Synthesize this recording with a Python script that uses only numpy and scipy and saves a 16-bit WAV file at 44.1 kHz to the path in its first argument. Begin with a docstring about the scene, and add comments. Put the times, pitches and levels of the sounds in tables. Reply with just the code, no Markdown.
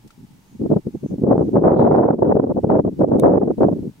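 """Gusty grassland wind buffets two camera microphone ports: faster air, louder and brighter eddies.
It starts light, over faint hiss, with dry ticks, a soft knock and the first thin far-off chirps.
From 0.6 s the gusts build and hard eddies pop; a few crests crackle. A limiter ducks everything
under the strongest gusts, near 2 s. One sharp click at 3.2 s; the wind drops just before 4 s."""
import sys
import numpy as np
from scipy import signal
from scipy.fft import rfft, irfft, next_fast_len
from scipy.io import wavfile
from scipy.ndimage import uniform_filter1d, minimum_filter1d, map_coordinates

SR = 44100
rng = np.random.default_rng(int(sys.argv[2]) if len(sys.argv) > 2 else 0)


def unload_wav(signal):
    """Save mono or channel-first audio to the path in sys.argv[1] as 16-bit WAV at rate SR, clipped to [-1, 1]."""
    wavfile.write(
        sys.argv[1],
        SR,
        np.round(np.clip(np.atleast_2d(signal).T, -1, 1) * 32767).astype(np.int16),
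    )


N = 176400
TIME_S = np.arange(N) / SR

# wind pressure (time [s], level [dB])
GUST_LEVELS = [(0.0, -46.5), (0.023, -56.0), (0.056, -34.5), (0.088, -54), (0.164, -54), (0.178, -40.5),
               (0.247, -38.6), (0.283, -53), (0.309, -41.5), (0.476, -58.5), (0.559, -34.5), (0.583, -50.5),
               (0.599, -22.5), (0.667, -18.5), (0.686, -33.9), (0.698, -17.0), (0.731, -11.4),
               (0.748, -22.5), (0.77, -13), (0.828, -55.5), (0.874, -19.5), (0.914, -46), (0.954, -22.5),
               (1.006, -48.5), (1.034, -23.5), (1.062, -21.5), (1.076, -46), (1.109, -21.5), (1.149, -23.0),
               (1.174, -37.5), (1.186, -22.5), (1.211, -28.5), (1.237, -10.5), (1.252, -14), (1.32, -7.0),
               (1.368, -16.0), (1.418, -11.5), (1.442, -21), (1.488, -20), (1.512, -29), (1.56, -5.5),
               (1.592, -5.5), (1.6, -16.5), (1.668, -1.28), (1.782, -8.5), (1.796, -3.5), (1.834, -6),
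               (1.94, -3.5), (1.964, 0.5), (2.145, -9.5), (2.15, -20), (2.195, -17.0), (2.231, -4.5),
               (2.244, -12.5), (2.323, -6), (2.335, -18), (2.368, -4), (2.398, -6), (2.417, -16.9),
               (2.434, -10), (2.477, -18), (2.486, -12), (2.519, -11.5), (2.536, -29.5), (2.575, -10),
               (2.624, -33), (2.642, -8.5), (2.661, -18.5), (2.718, -3.5), (2.802, -8), (2.826, -27.5),
               (2.847, -12.5), (2.881, -13.5), (2.91, -28.5), (2.937, -24.5), (2.952, -38), (3.021, -7.5),
               (3.044, -7.5), (3.057, -17), (3.101, -14.5), (3.133, -8.5), (3.209, -16), (3.261, -3.5),
               (3.32, -9.5), (3.379, -7), (3.4, -18), (3.424, -9.5), (3.456, -16.5), (3.508, -12.5),
               (3.56, -38.5), (3.584, -19), (3.648, -4.0), (3.659, -15), (3.688, -10.5), (3.696, -19),
               (3.739, -16), (3.751, -25), (3.876, -24), (3.941, -52.5), (3.999, -44)]
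# eddy speed per wind pressure (level [dB], speed [ratio])
EDDY_SPEED = [(-55, .4), (-40, .48), (-28, .6), (-19, .82), (-11, 1.13), (-5, 1.38), (2, 1.45)]
# eddies at speed 1 (frequency [Hz], density [dB])
EDDY_SPECTRUM = [(30, -5), (150, -1), (300, 1.5), (480, -3), (700, -14.5), (1000, -29), (1400, -44.5),
                 (2000, -63.5), (3000, -82.5), (6000, -110)]
# microphone low cut (frequency [Hz], gain [dB])
MIC_LOW_CUT = [(5, -46), (30, -25.5), (60, -15.5), (120, -5.5), (200, -1), (350, -0.5)]
# wind likeness between ports (frequency [Hz], correlation [-])
WIND_CORRELATION = [(50, 0.73), (130, 0.92), (260, 0.59), (500, 0.24), (900, 0.02), (2000, 0.24)]
# grass and microphone hiss (frequency [Hz], density [dB])
HISS_SPECTRUM = [(40, 19.5), (200, 15), (500, 5.5), (740, 4.5), (880, 13.5), (1030, 3.5), (1250, 1.5),
                 (1700, 0), (2600, 0), (3600, -2), (5500, -3.5), (8000, -6), (12000, -9), (15500, -8.5)]
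# hiss likeness between ports (frequency [Hz], correlation [-])
HISS_CORRELATION = [(200, .6), (1000, 0.044), (2500, 0), (5000, .25), (12000, 0.62)]
# ticks and crackles (time [s], level [dB], centre [Hz], t60 [s])
DRY_TICKS = [(.075, -53, 4960, .06), (.105, -51, 2720, .06), (1.649, -45.5, 2970, .01),
             (1.717, -44, 3057, .008), (1.804, -45, 4000, 0.026), (1.928, -40, 2500, .008),
             (1.962, -29.5, 1990, .012), (2.708, -43, 1893, .025), (3.084, -47.5, 4570, .015),
             (3.631, -45, 2530, .02)]
# knock on the body (time [s], level [dB], pitch [Hz], t60 [s])
BODY_KNOCKS = [(.105, -41.5, 1350, 0.028)]
# far chirps (time [s], length [s], pitch [Hz], width [Hz], level [dB])
FAR_CHIRPS = [(0.412, 0.13, 6200, 300, -74.5), (.53, 0.11, 6550, 300, -69), (0.98, 0.11, 6300, 300, -72),
              (1.092, 0.053, 6400, 600, -62), (1.455, 0.16, 6160, 400, -72),
              (1.802, 0.075, 3790, 606.7, -54)]
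# hard eddies (time [s], level [dB], width [s])
EDDY_POPS = [(.617, -8, .0006), (.664, -10, .0006), (.704, -5, 0.00061), (.723, -5, .0006),
             (.732, -4, .0006), (.766, -4, 0.00046), (.870, -9, 0.00046), (1.220, -11, .00055),
             (1.238, 4, .00052), (1.289, 0, .00055), (1.344, 0, .00048), (1.380, 2, 0.00033),
             (1.651, 7, 0.0003), (1.669, 7.5, 0.00033), (1.720, 10, 0.00034), (1.797, 5, .00038),
             (1.804, 4.5, .00032), (1.835, 6, .0005), (1.914, 5, .0003), (1.962, 12, 0.00026),
             (1.987, 10.5, 0.00032), (2.106, 6, 0.00046), (2.228, 3, .00042), (2.355, 4.5, 0.00043),
             (2.645, 2, .0006), (2.706, 1, .00024), (2.713, 3, .0004), (2.722, 3, .00026),
             (2.799, 1, .0005), (2.877, -1.5, 0.00045), (3.024, 0, 0.00036), (3.131, 1.5, .00046),
             (3.158, -1, 0.00037), (3.258, 4.5, .00031), (3.271, 3, .00031), (3.311, 2.5, 0.00031),
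             (3.371, 3.5, 0.0005), (3.633, 4, .00028)]
# click lead-in, snap, rebound (time [s], level [dB])
CLICK_HITS = [(3.1928, -43), (3.197, -23.5), (3.2066, -51.5)]
# casing resonances (frequency [Hz], level [dB], t60 [s])
CASING_MODES = [(2234, -17, 0.029), (3644, -11.5, 0.024), (4138, -9.5, .01), (5980, -6, 0.011),
                (6620, -9, .01), (7850, -4, 0.00789), (8710, -3.5, 0.0099), (10740, -3, 0.0081),
                (12900, -11, 0.0069), (13850, -5, 0.0077)]


def amp(db):
    """Decibels to gain."""
    return 10 ** (np.asarray(db) / 20)


def along(points, hz):
    """Interpolate on a log frequency axis."""
    knots_hz, values = np.transpose(points)
    return np.interp(np.log(hz + 1), np.log(knots_hz + 1), values)


def wobble(knots_per_s):
    """Smooth random curve."""
    return map_coordinates(rng.standard_normal(N // 20), [TIME_S * knots_per_s], mode="wrap")


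def filtered(x, response):
    """Zero-phase filter, gain response(hz)."""
    size = next_fast_len(x.shape[-1] + SR // 2)
    hz = np.fft.rfftfreq(size, 1 / SR)
    return irfft(rfft(x, size) * response(hz), size)[..., :x.shape[-1]]


def noise(response, size=N):
    """Two independent coloured noises, rms 1."""
    pair = filtered(rng.standard_normal((2, size)), response)
    return pair / np.sqrt(np.mean(pair ** 2) + 1e-20)


def ports(pair, correlation):
    """Mix an independent pair to correlated left and right."""
    def weights(hz):
        angle_rad = np.arccos(np.clip(along(correlation, hz), -1, 1)) / 2
        return np.array([np.cos(angle_rad), np.sin(angle_rad)])
    mid, side = filtered(pair, weights)
    return np.array([mid + side, mid - side])


def evened(x, span_s=.054):
    """Hold short-term rms at 1; keep the fine grain."""
    window = np.hanning(int(span_s * SR) + 3)
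    power = signal.fftconvolve(np.mean(x ** 2, axis=0), window / window.sum(), mode="same")
    return x / np.sqrt(np.abs(power) + 1e-12)


def struck(start_s, t60_s, attack_s=.00032):
    """Impact envelope."""
    age_s = np.maximum(TIME_S - start_s, 0)
    return amp(-60 * np.minimum(age_s / t60_s, 10)) * (1 - np.exp(-age_s / attack_s))


def buffeting(flutter_db=2.5, flutter_oct=.13, slap_db=3, trim_db=1.62):
    """Eddies drift past the ports; air speed sets level and brightness."""
    gust_db = np.interp(TIME_S, *np.transpose(GUST_LEVELS))
    flutter = wobble(knots_per_s=100)
    speed = np.interp(gust_db, *np.transpose(EDDY_SPEED)) * 2 ** (flutter_oct * flutter)
    field = noise(lambda hz: amp(along(EDDY_SPECTRUM, hz)), size=2 * N)
    passing = np.array([map_coordinates(row, [np.cumsum(speed)], mode="wrap") for row in field])
    eddy_force = amp(flutter_db * flutter + slap_db * wobble(knots_per_s=300))
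    pressure = amp(gust_db + trim_db) * evened(eddy_force * passing)
    return ports(filtered(pressure, lambda hz: amp(along(MIC_LOW_CUT, hz))), WIND_CORRELATION)


def hiss(level_db=-56):
    """Steady noise of grass and microphone."""
    return amp(level_db) * ports(noise(lambda hz: amp(along(HISS_SPECTRUM, hz))), HISS_CORRELATION)


def ticks(width_oct=1.1):
    """Dry ticks, crackles at gust crests: decaying noise bands."""
    out = np.zeros((2, N))
    for start_s, db, centre_hz, t60_s in DRY_TICKS:
        band = noise(lambda hz: np.exp(-.5 * (np.log2((hz + 1) / centre_hz) / width_oct) ** 2))
        out += amp(db) * struck(start_s, t60_s) * band
    return out


def knock():
    """Soft blow on the camera body: one damped mode."""
    return sum(amp(db) * struck(start_s, t60_s) * np.sin(2 * np.pi * hz * (TIME_S - start_s))
               for start_s, db, hz, t60_s in BODY_KNOCKS)


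def chirps():
    """Calls and rustles in far bushes, blurred by distance into narrowband swells."""
    out = np.zeros((2, N))
    for peak_s, length_s, pitch_hz, width_hz, db in FAR_CHIRPS:
        call = noise(lambda hz: np.exp(-.5 * ((hz - pitch_hz) / width_hz) ** 2))
        out += amp(db) * np.exp(-2 * ((TIME_S - peak_s) / length_s) ** 2) * call
    return out


def pops(trim_db=.5, skew_s=.00018):
    """One pressure dip per hard eddy, skewed between ports; narrower cracks more."""
    out = np.zeros((2, N))
    for peak_s, db, width_s in EDDY_POPS:
        near = np.abs(TIME_S - peak_s) < .01
        arrival_s = peak_s + np.array([[1], [-1]]) * skew_s * rng.standard_normal()
        out[:, near] -= amp(db + trim_db) / np.cosh((TIME_S[near] - arrival_s) / width_s)
    return filtered(out, lambda hz: amp(along(MIC_LOW_CUT, hz)))


def click(crack_db=-1.5, pan_db=1.5, spread_rad=.5):
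    """A small hard part snaps, slightly left: noise crack plus casing ring."""
    out = np.zeros((2, N))
    for start_s, db in CLICK_HITS:
        near = (TIME_S > start_s) & (TIME_S < start_s + .05)
        for hz, mode_db, t60_s in CASING_MODES:
            phase_rad = spread_rad * rng.standard_normal((2, 1))
            ring = np.sin(2 * np.pi * hz * (TIME_S[near] - start_s) + phase_rad)
            out[:, near] += amp(db + mode_db) * struck(start_s, t60_s)[near] * ring
        out += amp(db + crack_db) * struck(start_s, t60_s=.007) * rng.standard_normal((2, N))
    return out * amp([[pan_db], [-pan_db]])


def scene():
    """Sum at the microphone."""
    return buffeting() + hiss() + ticks() + knock() + chirps() + pops() + click()


def record(dry, ceiling_db=-1.3, lookahead_s=.003, release_db_per_s=32, top_hz=15800):
    """Stereo-linked limiter, slow release, then band limit."""
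    ahead = int(lookahead_s * SR) + 1
    peak_db = 20 * np.log10(np.abs(dry).max(axis=0) + 1e-9)
    needed_db = minimum_filter1d(np.minimum(ceiling_db - peak_db, 0), 2 * ahead)
    recovery_db = release_db_per_s * TIME_S
    gain_db = np.minimum.accumulate(needed_db - recovery_db) + recovery_db
    return filtered(dry * amp(uniform_filter1d(gain_db, ahead)), lambda hz: hz < top_hz)


dry = scene()
out = record(dry)
unload_wav(out)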